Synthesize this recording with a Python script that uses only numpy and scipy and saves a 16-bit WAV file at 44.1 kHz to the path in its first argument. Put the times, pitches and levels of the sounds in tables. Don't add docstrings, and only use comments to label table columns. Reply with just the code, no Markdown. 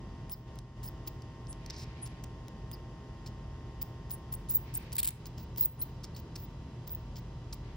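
import sys
import numpy as np
from scipy import signal
from scipy.fft import rfft, irfft, next_fast_len
from scipy.io import wavfile
from scipy.ndimage import map_coordinates

SR = 44100
rng = np.random.default_rng(int(sys.argv[2]) if len(sys.argv) > 2 else 0)


def master_out(mix):
    frames = np.transpose(np.atleast_2d(mix))
    ceiling = np.clip(frames, -1, 1)
    pcm = np.round(ceiling * 32767).astype(np.int16)
    wavfile.write(sys.argv[1], SR, pcm)


N = 342216


def amp(db):
    return 10 ** (np.asarray(db) / 20)


def unit(x):
    return x / np.sqrt(np.mean(x ** 2) + 1e-20)


def along(points, hz):
    pitches, values = np.transpose(points)
    return np.interp(np.log(hz + 1), np.log(pitches + 1), values)


def wobble(rate, size=N):
    values = rng.standard_normal(int(size * rate / SR) + 4)
    return map_coordinates(values, [np.arange(size) * rate / SR])


def filtered(x, response):
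    size = next_fast_len(N + SR // 2)
    return irfft(rfft(x, size) * response(np.fft.rfftfreq(size, 1 / SR)), size)[..., :N]


def coloured(x, colour):
    return unit(filtered(x, lambda hz: amp(along(colour, hz))))


def add(track, start_s, sound):
    part = track[max(round(start_s * SR), 0):][:len(sound)]
    part += sound[:len(part)]


def swell(length_s):
    progress = np.linspace(0, 1, int(length_s * SR))
    return progress, np.sin(np.pi * progress)


def bursts(rows, attack_s, release_s, sag_db):
    loudness = np.zeros(N)
    for start_s, length_s, level_db in rows:
        t = np.arange(-3 * attack_s, length_s + 10 * release_s, 1 / SR)
        rise = .5 * (1 + np.tanh(t / attack_s))
        fall = np.exp(-np.maximum(t - length_s, 0) / release_s)
        level = amp(level_db - sag_db * np.clip(t / length_s, 0, 1))
        add(loudness, start_s + t[0], rise * fall * level)
    return loudness


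def crackle(rate, scatter, noise_share):
    gaps, sizes = rng.standard_normal((int(2 * rate * N / SR), 2)).T
    positions = np.cumsum(np.exp(scatter * gaps) * SR / rate).astype(int)
    ticks = np.bincount(positions, np.exp(.6 * np.minimum(sizes, 2)), N)[:N]
    hiss = rng.standard_normal(N)
    return np.sqrt(1 - noise_share) * unit(ticks - ticks.mean()) + np.sqrt(noise_share) * hiss


# pitch_hz, likeness (1 same, -1 opposite)
CHANNEL_LIKENESS = [(60, 1), (130, .999), (290, .96), (640, .75), (1300, .78), (3000, .1), (5000, .3),
                    (7500, -.3), (8700, -1), (13000, -1), (15500, -.93)]

def channel_angle(hz):
    return np.arccos(np.clip(along(CHANNEL_LIKENESS, hz), -1, 1))


def spread(pair, colour):
    def response(hz):
        turn = channel_angle(hz) / 2
        return amp(along(colour, hz)) * [np.cos(turn), np.sin(turn)]
    shared, opposed = filtered(pair, response)
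    return np.array([shared + opposed, shared - opposed])


# speed_multiple, first_place_db, second_place_db
COMPRESSOR_TONES = [(1, -54, -52.5), (3, -58, -57), (7, -68, -72), (9, -66.5, -69), (14, -69.5, -75),
                    (17, -69, -74.5), (20, -64.5, -66), (22, -79.5, -71.5), (23, -64, -73),
                    (25, -73.5, -73), (40, -72, -80), (43, -75, -77), (66, -82, -90)]
# pitch_hz, first_place_db, second_place_db
FAN_TONES = [(67.2, -58.5, -58.5), (78.7, -59.5, -54), (116.24, -56, -54), (121.1, -52, -51.5),
             (157.9, -60.5, -56), (204.6, -65.5, -69), (249, -67.5, -71.5), (351.5, -64, -67.5),
             (4010, -96, -79.5)]
COMPRESSOR_HZ = 46.07

def motor_hum():
    t = np.arange(N) / SR
    motor_time = t + .00016 * wobble(1.492)
    moved = np.interp(t, [4.3, 5.1], [.083, 1])
    tones = [(multiple * COMPRESSOR_HZ, *levels) for multiple, *levels in COMPRESSOR_TONES]
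    out = np.zeros((2, N))
    for hz, first_db, second_db in tones + FAN_TONES:
        level_db = first_db + moved * (second_db - first_db)
        phase = 2 * np.pi * (hz * motor_time + rng.random())
        channel_shift = channel_angle(hz) * np.array([[.3], [-.3]])
        out += np.sqrt(2) * amp(level_db) * np.sin(phase + channel_shift)
    return out


# pitch_hz, relative_db
RUMBLE_COLOUR = [(25, -38), (33, -16), (45, 4), (80, -0.5), (130, -2), (220, -7.5), (400, -14.5),
                 (2200, -33.5)]
HISS_COLOUR = [(1500, -18.5), (2200, -9), (2700, -0.5), (3200, -1.5), (4250, -9.5), (4800, -3.5),
               (5700, -8), (7800, -15), (12500, -17), (16000, -24)]
RUMBLE_DB, HISS_DB = -47, -65.5

def room_noise():
    treble_cut = [(5000, -120)]
    rumble = unit(spread(rng.standard_normal((2, N)), RUMBLE_COLOUR + treble_cut))
    hiss = unit(spread(rng.standard_normal((2, N)), HISS_COLOUR))
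    return amp(RUMBLE_DB) * rumble + amp(HISS_DB) * hiss


# start_s, length_s, start_hz, end_hz, level_db
WHISTLE_NOTES = [(0.293, 0.022, 9600, 9500, -49), (0.837, 0.043, 10400, 10300, -50),
                 (1.479, 0.013, 7700, 9000, -57), (1.486, 0.044, 9160, 9200, -46),
                 (2.015, 0.05, 9620, 9400, -43.5), (4.111, 0.047, 9850, 9650, -43.5),
                 (4.323, 0.01, 12400, 12100, -34), (4.333, 0.013, 8300, 7900, -48),
                 (4.345, 0.012, 9950, 10130, -40), (4.489, 0.014, 10900, 10500, -33),
                 (4.503, 0.012, 15100, 15700, -28), (4.547, 0.0083, 15430, 15400, -22),
                 (4.55, 0.0107, 14500, 14950, -23.5), (4.556, 0.0078, 15400, 15460, -20),
                 (4.744, 0.015, 8750, 8520, -38.5), (4.767, 0.015, 14800, 15400, -30),
                 (5.608, 0.008, 15650, 15550, -22), (5.613, 0.042, 4230, 4040, -58),
                 (5.79, 0.034, 10030, 9830, -43), (5.816, 0.0061, 4330, 4070, -47.5),
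                 (5.822, 0.014, 15330, 15750, -36), (6.947, 0.01, 15700, 15700, -36)]
ROUGH_HZ = 9000
JITTER, GRIT = .012, .35
ARCH, FLUTTER_DB = .04, 3

def whistles():
    out = np.zeros(N)
    for start_s, length_s, start_hz, end_hz, level_db in WHISTLE_NOTES:
        progress, shape = swell(length_s)
        roughness = min((ROUGH_HZ / start_hz) ** 2, 1)
        arch = 1 - roughness * ARCH * (2 * progress - 1) ** 2
        pitch_hz = (start_hz + (end_hz - start_hz) * progress) * arch
        tone = np.sin(glide(pitch_hz, jitter=roughness * JITTER))
        grit = 1 + roughness ** 2 * GRIT * wobble(4500, len(shape))
        level = amp(level_db + FLUTTER_DB * wobble(600, len(shape)))
        add(out, start_s, np.sqrt(2) * level * shape * grit * tone)
    return out


def glide(pitch_hz, jitter):
    trembling_hz = pitch_hz * (1 + jitter * wobble(1500, len(pitch_hz)))
    return 2 * np.pi * np.cumsum(trembling_hz) / SR


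# start_s, body_db, treble_db
DRY_CLICKS = [(0.2967, -45, -43), (0.5572, -51, -51.5), (0.5887, -38, -46), (1.067, -50, -48),
              (2.074, -51, -47), (2.483, -40.5, -44), (2.7152, -41, -39), (2.7205, -51, -46),
              (4.098, -49, -50), (4.4875, -36.5, -57), (4.9206, -37.5, -47.5), (5.1065, -45, -37),
              (5.2569, -38, -45.5), (5.5617, -40, -46), (6.8718, -50, -54), (6.8948, -42, -52)]
# pitch_hz, relative_db
CLICK_BODY_COLOUR = [(400, -40), (2400, -8), (4000, -1), (5300, 0), (7000, -3), (12000, -22)]
CLICK_TREBLE_COLOUR = [(4000, -35), (8500, -2), (12000, -2), (15500, 0), (16800, -25)]
CLICK_BODY_GAIN_DB, CLICK_TREBLE_GAIN_DB = -2, 3
CLICK_FADE_S = .005

def clicks():
    t = np.arange(SR // 40) / SR
    fade = amp(-60 * t / CLICK_FADE_S)
    body, treble = np.zeros((2, N))
    for start_s, body_db, treble_db in DRY_CLICKS:
        add(body, start_s, amp(body_db + CLICK_BODY_GAIN_DB) * fade)
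        add(treble, start_s, amp(treble_db + CLICK_TREBLE_GAIN_DB) * fade)
    body *= coloured(rng.standard_normal(N), CLICK_BODY_COLOUR)
    treble *= coloured(rng.standard_normal(N), CLICK_TREBLE_COLOUR)
    return body + treble


# start_s, length_s, top_db, middle_db, low_db
RASPS_AND_SCRAPES = [(0.315, 0.0098, -40, -54, -48.5), (0.831, 0.058, -50, -49, -54),
                     (1.074, 0.009, -41, -60, -44.5), (3.26, 0.025, -65, -57, -48.5),
                     (3.816, 0.011, -34.5, -41, -44), (4.106, .011, -41, -45, -50),
                     (4.126, 0.015, -45, -50, -55), (4.323, 0.021, -44, -48, -50),
                     (4.498, 0.0065, -42.5, -29, -46), (4.513, 0.03, -41, -42, -59),
                     (4.54, 0.032, -31, -40, -64), (4.74, 0.012, -43, -39, -52),
                     (4.759, .011, -42, -32, -50), (4.928, .006, -47.5, -33.5, -44),
                     (4.951, 0.0078, -42, -43, -51), (5.259, .017, -50, -46.5, -48.5),
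                     (5.377, 0.064, -57, -71, -56), (5.574, 0.052, -36, -53, -49),
                     (5.628, 0.029, -30.5, -51, -54), (5.816, 0.018, -35, -50, -54),
                     (6.161, 0.04, -55, -60, -52), (6.372, 0.079, -54.5, -74, -63),
                     (6.876, 0.0046, -39, -57, -47), (6.9, 0.033, -42.5, -70, -67),
                     (7.157, 0.039, -58, -87, -51.5), (7.531, 0.014, -53, -43.5, -54)]
# pitch_hz, relative_db
RASP_LOW_COLOUR = [(800, -25), (2500, -9), (3500, -6.5), (5100, 3), (6300, -5.5), (7500, -4),
                   (10000, -39.5), (16000, -51)]
RASP_MIDDLE_COLOUR = [(2500, -55), (6500, -18), (8000, -5), (10500, 0), (13500, 0), (15300, -9),
                      (16300, -45)]
RASP_TOP_COLOUR = [(5000, -70), (12500, -26), (14000, -14), (15100, -5), (15550, 1), (15750, 0),
                   (16000, -28), (17000, -50)]
TOP_WANDER_HZ = 130

def rasps():
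    pulses = crackle(rate=1500, scatter=.31, noise_share=.35) * amp(2.4 * wobble(290))
    start_s, length_s, top_db, middle_db, low_db = np.transpose(RASPS_AND_SCRAPES)
    harsh = np.zeros(N)
    for colour, level_db in [(RASP_LOW_COLOUR, low_db), (RASP_MIDDLE_COLOUR, middle_db)]:
        loudness = bursts(zip(start_s, length_s, level_db), attack_s=.002, release_s=.003, sag_db=11.5)
        harsh += loudness * coloured(pulses, colour)
    shift_hz = TOP_WANDER_HZ * np.minimum(wobble(120), .5)
    shifter = np.exp(2j * np.pi * np.cumsum(shift_hz) / SR)
    top = np.real(signal.hilbert(coloured(pulses, RASP_TOP_COLOUR)) * shifter)
    top *= bursts(zip(start_s, length_s, top_db), attack_s=.0033, release_s=.003, sag_db=-4.5)
    return harsh + top


# start_s, length_s, pitch_hz, level_db, third_harmonic_boost_db
SQUEAK_NOTES = [(0.325, 0.023, 5230, -50.5, 13.5), (0.871, 0.016, 5220, -54.5, 7),
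                (2.725, 0.033, 5020, -53, 4.5), (6.146, .012, 4450, -54, 1)]
SQUEAK_FALL, SQUEAK_DROP = .01, .14
SQUEAK_BREAK = .68

def squeaks():
    out = np.zeros(N)
    for start_s, length_s, pitch_hz, level_db, third_db in SQUEAK_NOTES:
        progress, shape = swell(length_s)
        giving_out = np.clip((progress - SQUEAK_BREAK) / (1 - SQUEAK_BREAK), 0, 1)
        phase = glide(pitch_hz * (1 - SQUEAK_FALL * progress - SQUEAK_DROP * giving_out), jitter=.008)
        grit = 1 + GRIT * (1 + giving_out) * wobble(1400, len(shape))
        second = amp(-10.5) * np.sin(2 * phase)
        third = amp(third_db) * np.exp(-10 * giving_out) * np.sin(3 * phase)
        level = amp(level_db + FLUTTER_DB * wobble(600, len(shape)))
        add(out, start_s, np.sqrt(2) * level * shape * (grit * np.sin(phase) + second + third))
    return out


# start_s, length_s, body_db, treble_db
WOOD_SCUFFS = [(1.22, 0.003, -54, -61), (1.47, 0.0013, -48, -61), (1.528, 0.0018, -48.5, -49),
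               (1.662, 0.00089, -45.5, -40.5), (1.6995, 0.0024, -36.5, -52), (1.7053, .0035, -38, -50),
               (1.731, 0.047, -54, -76), (1.781, 0.062, -51.5, -57.5), (2.056, 0.021, -61, -54.5),
               (2.238, 0.0069, -61, -48), (6.036, 0.016, -48.5, -50), (6.356, 0.011, -47, -47),
               (7.526, 0.0062, -43, -49)]
# pitch_hz, relative_db
SCUFF_BODY_COLOUR = [(600, -16), (3200, -16.5), (4100, -2.5), (5400, 4), (7200, -14), (11000, -42)]
SCUFF_TREBLE_COLOUR = [(5000, -13.5), (9000, -1.5), (12800, -16), (15400, 0), (16400, -36)]

def scuffs():
    slips = crackle(rate=1000, scatter=.56, noise_share=.42) * amp(1.9 * wobble(200))
    body, treble = np.zeros((2, N))
    for start_s, length_s, body_db, treble_db in WOOD_SCUFFS:
        stroke = dict(attack_s=.13 * length_s, release_s=.0012, sag_db=3)
        body += bursts([(start_s, length_s, body_db)], **stroke)
        treble += bursts([(start_s, length_s, treble_db)], **stroke)
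    return body * coloured(slips, SCUFF_BODY_COLOUR) + treble * coloured(slips, SCUFF_TREBLE_COLOUR)


# start_s, length_s, level_db
SKIN_SLIDES = [(1.62, 0.57, -60.5), (4.66, 0.49, -60), (7.62, 0.14, -64.5)]
# pitch_hz, relative_db
RUSTLE_COLOUR = [(900, -25), (1600, 7), (2400, 9), (3300, 3), (5000, 1), (14000, -46.5)]

def skin_rustle():
    loudness = bursts(SKIN_SLIDES, attack_s=.04, release_s=.04, sag_db=3) * amp(1.8 * wobble(40))
    return loudness * coloured(rng.standard_normal((2, N)), RUSTLE_COLOUR)


# start_s, length_s, skin_db, body_db
WING_SHAKES = [(4.9667, .0012, -28, -50), (4.9818, 0.022, -25.5, -48), (5.03, 0.007, -26, -61),
               (5.0442, 0.014, -28.5, -55), (5.068, 0.001, -25.5, -53), (5.0738, 0.006, -26.5, -69),
               (5.08, 0.0016, -23, -62), (5.085, 0.0069, -29, -67)]
# pitch_hz, relative_db
WING_SKIN_COLOUR = [(500, -40), (2600, -17), (4200, -11), (6100, -19), (8000, -.5), (10000, -3),
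                    (12000, 1.5), (14000, 0), (15500, 3), (16300, -12), (16900, -40)]
WING_BODY_COLOUR = [(600, -35), (1700, -7), (2600, 0), (3800, 0), (5200, -4), (6200, -18), (9000, -30)]

def wing_crackle():
    start_s, length_s, skin_db, body_db = np.transpose(WING_SHAKES)
    snaps = crackle(rate=1700, scatter=.6, noise_share=.6)
    out = np.zeros(N)
    for colour, level_db in [(WING_SKIN_COLOUR, skin_db), (WING_BODY_COLOUR, body_db)]:
        loudness = bursts(zip(start_s, length_s, level_db), attack_s=.0003, release_s=.0006, sag_db=4)
        out += loudness * coloured(snaps, colour)
    return out


# pitch_hz, fade_s
ECHO_FADES = [(4000, 0.28), (10000, 0.34), (15000, 0.27)]
# pitch_hz, relative_db
ECHO_COLOUR = [(4000, -12), (10000, -21), (14400, -19.5), (15500, -12.5)]

def tile_echo(sound):
    hz, t, noise = signal.stft(rng.standard_normal((2, SR // 2)), SR, nperseg=256)
    fade = amp(-60 * t / along(ECHO_FADES, hz)[:, None])
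    _, tail = signal.istft(noise * fade, SR, nperseg=256)
    tail /= np.linalg.norm(tail[0])
    echo = signal.fftconvolve(sound[None], tail, axes=1)[:, :N]
    return spread(echo, ECHO_COLOUR)


# start_s, length_s
BACKGROUND_DIPS = [(0.319, .15), (0.595, 0.17), (5.101, 0.094), (5.681, 0.094)]
DIP_DB, DIP_EDGE_S = -4.5, .02

def background_level():
    level_db = np.zeros(N)
    for start_s, length_s in BACKGROUND_DIPS:
        t = np.arange(-DIP_EDGE_S, length_s + DIP_EDGE_S, 1 / SR)
        depth = np.clip((np.minimum(t, length_s - t) + DIP_EDGE_S) / (2 * DIP_EDGE_S), 0, 1)
        add(level_db, start_s - DIP_EDGE_S, DIP_DB * np.sin(depth * np.pi / 2) ** 2)
    return amp(level_db)


# pitch_hz, lead_radians
LEFT_LEAD = [(1500, 0), (5000, .15), (7000, 2), (10000, 2.85), (13000, 3.3), (15300, 4.25)]

def scene():
    bat = rasps() + whistles() + squeaks() + clicks() + wing_crackle() + scuffs()
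    direct = filtered(bat, lambda hz: np.exp(1j * along(LEFT_LEAD, hz) * np.array([[.5], [-.5]])))
    return direct + tile_echo(bat) + skin_rustle() + background_level() * (motor_hum() + room_noise())


PHONE_LIMIT_HZ = 17100

def record(dry):
    return filtered(dry, lambda hz: hz < PHONE_LIMIT_HZ)


dry = scene()
out = record(dry)
master_out(out)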